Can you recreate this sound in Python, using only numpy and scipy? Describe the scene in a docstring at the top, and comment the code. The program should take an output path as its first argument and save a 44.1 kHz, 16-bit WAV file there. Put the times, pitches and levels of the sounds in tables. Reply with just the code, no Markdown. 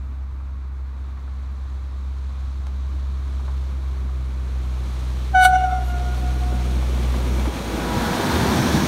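"""A diesel track maintenance vehicle booms from far off, over a low rumble of wind and town.
Its steel wheels roar, hiss and knock on the rails, louder as it nears a station. After about five
seconds an air horn toots once, ends in a spit of air and echoes from the buildings around; a faint
whistle and a squeak follow. Then the engine throttles back, the gears whine, and machinery rushes
under the deck as the vehicle passes a few metres from the platform."""
import sys
import numpy as np
from scipy import signal
from scipy.fft import rfft, irfft, next_fast_len
from scipy.io import wavfile
from scipy.ndimage import uniform_filter1d, map_coordinates

SR = 44100
rng = np.random.default_rng(int(sys.argv[2]) if len(sys.argv) > 2 else 0)


def waveform_to_disk(signal):
    """Save audio, clipped to [-1, 1], as 16-bit WAV at the path in sys.argv[1]."""
    frames = np.transpose(np.atleast_2d(signal))
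    scaled = np.clip(frames, -1, 1) * 32767
    samples = np.round(scaled).astype(np.int16)
    wavfile.write(sys.argv[1], SR, samples)


N = 391166
T = np.arange(N) / SR
SPEED_M_S, PASSES_S, TRACK_M = 11.13, 8.6, 6.03  # steady speed, moment of passing, gap to the track
HORN_S = 5.328  # the toot starts


def undb(db):
    """Turn decibels into a gain to multiply by."""
    return 10 ** (np.asarray(db) / 20)


def unit(x):
    """Scale a signal to an average strength (rms) of 1."""
    return x / np.sqrt(np.mean(x ** 2))


def colour(x, points):
    """Make some pitches louder and others softer, following (pitch_hz, gain_db) points."""
    hz, db = np.transpose(points)
    size = next_fast_len(len(x))
    bins_hz = np.maximum(np.arange(size // 2 + 1) * SR / size, 1)
    gain = undb(np.interp(np.log(bins_hz), np.log(hz), db))
    return irfft(rfft(x, size) * gain, size)[:len(x)]


def noise(points):
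    """Noise of strength 1; the (pitch_hz, gain_db) points set only its tone colour."""
    return unit(colour(rng.standard_normal(N), points))


def wander(rate_hz):
    """A smooth random drift of strength 1."""
    knots = rng.standard_normal(4096)
    zigzag = np.interp(T * rate_hz, np.arange(len(knots)), knots)
    return unit(uniform_filter1d(zigzag, max(int(SR / rate_hz / 2), 1)))


def phase_of(hz):
    """The running phase, in radians, of a changing pitch."""
    return 2 * np.pi * np.cumsum(hz) / SR


def bump(at_s, half_s):
    """A bell-shaped swell of height 1."""
    return np.exp(-((T - at_s) / half_s) ** 2)


def passing_db(closest_db, fall_db, passes_s=PASSES_S, gap_m=TRACK_M):
    """The level of a source riding past: it loses fall_db each time its distance doubles."""
    distance_m = np.hypot(SPEED_M_S * (T - passes_s), gap_m)
    return closest_db - fall_db * np.log2(distance_m / gap_m)


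def burst(start_s, peak_db, low_hz, high_hz, ring_s):
    """A blow: a band of noise that dies away by 60 dB in ring_s."""
    t = T[:SR // 2]
    band = signal.butter(2, [low_hz, high_hz], "band", fs=SR, output="sos")
    ring = signal.sosfilt(band, rng.standard_normal(len(t)) * undb(-60 * t / ring_s))
    return np.pad(ring * undb(peak_db) / np.abs(ring).max(), (int(start_s * SR), N))[:N]


def thin_tone(at_s, half_s, hz, glide_hz_per_s, db, multiples, waver):
    """An unsteady, gliding tone that swells and fades, made of the given multiples of hz."""
    phase = phase_of((hz + glide_hz_per_s * (T - at_s)) * (1 + waver * wander(300)))
    return np.sqrt(2) * undb(db) * bump(at_s, half_s) * sum(np.sin(k * phase) for k in multiples)


def whistle_and_squeak():
    """A faint rising whistle, then a rough, high wheel squeak."""
    squeak = thin_tone(5.88, half_s=.045, hz=2236, glide_hz_per_s=40, db=-58,
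                       multiples=(3, 5, 6), waver=.012)
    whistle = thin_tone(5.715, half_s=.04, hz=1324, glide_hz_per_s=420, db=-40,
                        multiples=(1,), waver=.0054)
    return whistle + squeak


def rims():
    """The nearest wheel rims sing with a brief metallic hiss as they go by."""
    # the band the rims ring in: pitch_hz, gain_db
    rim_colour = [(4800, -30), (5400, -2), (5700, -3), (6300, -3), (7200, -30)]
    return noise(rim_colour) * bump(at_s=8.72, half_s=.28) * undb(-40 + 1.5 * wander(30))


def knocks():
    """The wheels knock dully on the track, with a few bright ticks."""
    # wheel blows: start_s, peak_db, pitch_hz
    blows = [(.4, -42.5, 1150), (1.17, -42, 1100), (1.275, -36.5, 1090), (2.669, -35, 850),
             (3.394, -37, 988), (3.479, -32.5, 950), (4.09, -36, 990), (6.23, -26.5, 262.7),
             (6.52, -25, 450), (6.825, -26.5, 740), (7.14, -24.5, 900), (7.16, -21, 351), (7.455, -21, 900),
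             (7.472, -15.5, 280), (7.96, -15, 90), (8.195, -17, 503), (8.408, -15, 153), (8.589, -12, 190),
             (8.739, -11.5, 171.2)]
    # small sharp ticks: start_s, level_db (before their tone is shaped)
    ticks = [(2.668, -32), (5.03, -40), (6.17, -35)]
    tick_colour = [(1500, 6), (6000, -3), (14000, -20)]  # pitch_hz, gain_db
    dull = sum(burst(s, db, hz / 1.54, hz * 1.28, ring_s=.089) for s, db, hz in blows)
    bright = sum(colour(burst(s, db, 700, 14000, ring_s=.016), tick_colour) for s, db in ticks)
    return dull + bright


def gears():
    """Wavering gear tones beam sideways, so they swell only briefly, sinking in pitch as they pass."""
    # the tones of the drive: pitch_hz, relative_db
    whine = [(479, 0), (527, -4), (646, -5), (727, -10), (823, -3), (958, -3), (1141, -11), (1303, -11),
             (1464, -7), (1626, -9)]
    passes_s, beam_m = 8.05, 2.7
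    along_m = SPEED_M_S * (T - passes_s)
    doppler = 1 - .01 * along_m / np.hypot(along_m, TRACK_M)  # higher coming, lower going
    tones = sum(undb(db + 2 * wander(16)) * np.sin(phase_of(hz * doppler * (1 + .00395 * wander(40))))
                for hz, db in whine)
    return np.sqrt(2) * undb(passing_db(-34.5, 8.9, passes_s, beam_m)) * tones


def machinery():
    """Machinery rushes under the deck; the cab screens it until the vehicle's side comes into view."""
    # the tone colour of the rush: pitch_hz, gain_db
    rush_colour = [(300, -27), (600, -4), (800, 1), (1000, 1), (1250, -6.5), (1650, -1), (2000, -10.5),
                   (2750, -28), (3400, -12.5), (4300, -12), (4950, -17), (5700, -21.5), (6700, -25.5),
                   (9000, -30)]
    screen_db, uncovered_s, fade_s = 12.5, 7.81, .06
    screened = (1 - np.tanh((T - uncovered_s) / fade_s / 2)) / 2
    db = passing_db(-27.5, fall_db=6.5, passes_s=8.49) - screen_db * screened
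    return noise(rush_colour) * undb(db + .84 * wander(45))


def rumble_and_wheels(firing, near):
    """A low, nearly steady rumble of wind and town gives way to the vehicle's close rumble.
    Rough steel roars in the wheels and hisses along the rails."""
    # tone colours of the background rumble and the vehicle's close rumble: pitch_hz, gain_db
    wind_and_town, rumble_near = [(25, -31), (42, 5.5), (60, -2.5), (90, 8.5), (115, -1), (160, -11),
                                  (205, -4), (280, -8), (380, -16.5), (480, -32), (800, -50.5)], [(25, -42), (45, -16), (80, 0), (110, -3), (150, -4),
                                                      (190, 0.5), (245, 0.5), (280, -7), (315, -2.5),
                                                      (390, -8.5), (460, -20.5), (800, -43.5)]
    # tone colours of wheel roar and rail hiss, far off and close by: pitch_hz, gain_db
    roar_far, roar_near = [(200, -18), (400, -3), (600, -2), (850, -2.5), (1130, 2.5), (1400, -3),
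                           (1900, -9.5), (2400, -10), (3000, -22), (5000, -55)], [(200, -5.5), (380, 1), (560, 0), (900, -5), (1200, -4),
                                             (1600, -10.5), (2000, -10.5), (2300, -7.5), (2750, -14),
                                             (3300, -20), (5000, -46)]
    hiss_far, hiss_near = [(1530, -9), (2600, -7), (3180, -2.5), (3980, 1), (4620, -5), (4910, -9),
                           (6230, -7.5), (7680, -13), (8790, -14.5), (10400, -20.5), (11800, -21),
                           (15500, -60)], [(2000, -12), (2850, -5), (3300, -0.5), (4300, -3.5),
                                             (4950, -9.5), (5650, -5.5), (6800, -7.5), (7600, -13.5),
                                             (8700, -9), (9700, -12.5), (10400, -20), (11400, -13),
                                             (13000, -17.5), (15700, -26)]
    # rougher (+) and smoother (-) stretches of rail: middle_s, half_length_s, hiss_change_db
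    rail_patches = [(.55, 0.54, -4), (2.4, 0.45, 1.5), (3.45, 0.22, 1.5), (4.25, 0.36, -2),
                    (5.046, 0.33, 2.5), (6.2, 0.26, 1.5), (7.75, 0.47, -0.5)]

    def blend(far_colour, far_db, near_colour, near_db):
        """The distant sound gives way to the close one as the gap shrinks."""
        return (np.sqrt(1 - near) * noise(far_colour) * undb(far_db)
                + np.sqrt(near) * noise(near_colour) * undb(near_db))

    rough_db = sum(db * bump(s, half_s) for s, half_s, db in rail_patches)
    shake = wander(35)
    rumble = blend(wind_and_town, passing_db(-34.5, 2.16), rumble_near, passing_db(-21, 7.82))
    rumble *= undb(.22 * rough_db + 1.4 * wander(25))
    roar = blend(roar_far, passing_db(-33.5, 4.73), roar_near, passing_db(-27.5, 5.54))
    roar *= undb(.21 * rough_db + .45 * shake)
    hiss = blend(hiss_far, passing_db(-26, 9.09), hiss_near, passing_db(-33, 6.33))
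    hiss *= undb(rough_db + .5 * shake + .7 * wander(400))
    ripple = 1 + .044 * np.cos(firing)  # each engine firing ripples the noise
    return rumble + ripple * (roar + hiss)


def engine():
    """The driver eases off, shuts the throttle, then gives two surges. Returns firing phase and level."""
    # the throttle over time: time_s, firing_rate_hz, close_exhaust_level_db
    throttle = [(0, 66.33, -14), (1.6, 66.4, -15), (3.1, 66.45, -12.5), (3.8, 66.1, -13),
                (4.2, 64.17, -13.5), (4.95, 62.78, -13.5), (5.7, 62.5, -14), (6.3, 62.5, -12),
                (7.47, 62.5, -15.5), (7.53, 60.2, -28), (7.75, 56.7, -25), (8.03, 57.1, -29.5),
                (8.35, 64, -51), (8.42, 69.8, -24), (8.62, 71.1, -35), (8.76, 72.9, -21.5),
                (8.87, 73.6, -33)]
    times_s, rates_hz, levels_db = np.transpose(throttle)
    firing_hz = np.interp(T, times_s, rates_hz) * (1 + .002 * wander(15))
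    return phase_of(firing_hz), np.interp(T, times_s, levels_db)


def exhaust(firing, effort_db, near):
    """The silencer leaves a nearly pure boom; its overtones come up as the vehicle nears."""
    # overtones, relative to the boom: multiple_of_firing_rate, close_db, far_db
    overtones = [(2, -14, -24), (3, -26.5, -30.5), (4, -32.5, -37), (5, -32, -40), (6, -31.5, -40),
                 (7, -40, -50)]
    boom = np.sin(firing) * undb(.77 * wander(22))
    far = (1 - near) ** 3
    for k, close_db, far_db in overtones:
        gain = undb(close_db + (far_db - close_db) * far + wander(10))
        boom += gain * np.sin(k * firing + rng.uniform(0, 2 * np.pi) + .31 * wander(12))
    return np.sqrt(2) * undb(passing_db(effort_db, fall_db=3.5)) * boom


def echo(toot, delay_s, db, pitch_ratio, smear_s, overtone_db):
    """One group of buildings returns the toot late and smeared, its pitch scaled by pitch_ratio."""
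    t = T[:SR // 2]
    shifted = map_coordinates(toot, [(HORN_S + t * pitch_ratio) * SR], order=1)
    reflections = rng.standard_normal(len(t)) * np.exp(-2 * t / smear_s)
    smeared = signal.fftconvolve(shifted, reflections)
    # the lowest tone and the overtones each get their own strength; a dull wall loses the top most
    low = colour(smeared, [(1000, 0), (1200, -60)])
    high = smeared - low
    high = colour(high / np.linalg.norm(high), [(1500, overtone_db), (3000, 2.2 * overtone_db)])
    returned = np.linalg.norm(shifted) * undb(db) * (low / np.linalg.norm(low) + high)
    return np.pad(returned, (int((HORN_S + delay_s) * SR), N))[:N]


def echoes(toot):
    """Near walls echo quickly, each time duller; buildings behind the vehicle add a long, lower wash."""
    walls = sum(echo(toot, delay_s=.1 + .085 * k, db=-6 - 3.5 * k, pitch_ratio=1,
                     smear_s=.015 + .004 * k, overtone_db=-4.6 - 3.6 * k) for k in range(4))
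    wash = sum(echo(toot, delay_s=.074 + .18 * k, db=-24 - .43 * k, pitch_ratio=.96 + .00262 * k,
                    smear_s=.17, overtone_db=5 - 2.4 * k) for k in range(7))
    flutter = undb(2.5 * np.sin(2 * np.pi * 17 * T))  # the wash pulses 17 times a second
    # the tone colour of all the echoes: pitch_hz, gain_db
    echo_colour = [(750, 0), (1480, -5), (2200, -6.5), (2900, -5), (4400, -9), (6000, -3), (12000, 0)]
    return colour(walls + flutter * wash, echo_colour)


def horn():
    """Air buzzes a reed, then spits past it as the valve shuts. Returns the toot and the spit of air."""
    # the reed's tones: multiple_of_pitch, relative_db (before brightening)
    reed_tones = [(1, -0.5), (2, -3.5), (3, -18), (4, -21), (5, -27), (6, -35), (7, -41), (8, -28.5),
                  (9, -41), (10, -43), (11, -46), (12, -42), (13, -42)]
    # the tone colour of escaping air: pitch_hz, gain_db
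    air_colour = [(500, -30), (1200, 9.5), (1800, -9), (2400, -5), (3700, 8.5), (4400, 7.5), (5200, -10),
                  (7000, -3), (8200, 4), (9400, 8.5), (10400, -6), (12500, -1), (15700, -12)]
    attack_s, hold_s, release_db_per_s, spit_s = .023, .108, 649, 5.451
    pitch_hz, sharp_hz, settle_s, sag_hz_per_s = 746, 26.2, .0047, 65
    held_s = T - HORN_S - attack_s
    opening = np.minimum(held_s / attack_s, 0)  # climbs from -1 to 0 as the toot starts
    blown_s = held_s.clip(0, hold_s)
    db = -12 + 33 * opening - release_db_per_s * np.maximum(held_s - hold_s, 0)
    db -= 10.5 * bump(at_s=5.445, half_s=.006)  # the spit chokes the reed for an instant
    # the reed starts sharp, settles, then sags as the pressure drops
    hz = pitch_hz + sharp_hz * (1 - np.tanh(held_s / settle_s + 1)) / 2 - sag_hz_per_s * blown_s
    spit = undb(np.minimum(440 * (T - spit_s), 560 * (spit_s - T)))  # rise and fall in dB a second
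    # the overtones speak late, grow through the hold and flare with the spit
    bright_db = -5.5 + 26 * opening + 37 * blown_s + 13.5 * spit
    phase = phase_of(hz * (1 + (.0012 + .007 * spit) * wander(400)))
    tone = np.zeros(N)
    for k, level_db in reed_tones:
        bright_share = min((k - 1) / 2, 1)
        tone += undb(level_db + bright_db * bright_share + .55 * spit * wander(350)) * np.sin(k * phase)
    toot = (T > HORN_S) * np.sqrt(2) * undb(db) * tone
    air = undb(-23.5) * spit * noise(air_colour)
    return toot, air


def scene():
    """The background rumble, the approaching vehicle, its horn and the echoes, in one channel."""
    firing, effort_db = engine()
    near = np.interp(T, [2.8, 5, 7.3], [0, .45, 1])  # 0 far off, 1 close by
    toot, air = horn()
    approach = exhaust(firing, effort_db, near) + rumble_and_wheels(firing, near)
    approach += gears() + machinery() + rims() + knocks()
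    return (approach + toot + air + echoes(toot) + whistle_and_squeak())[None]


def record(dry):
    """Cut away the highest treble, above 15700 Hz."""
    return signal.sosfilt(signal.ellip(10, .2, 80, 15700, fs=SR, output="sos"), dry)


dry = scene()
out = record(dry)
waveform_to_disk(out)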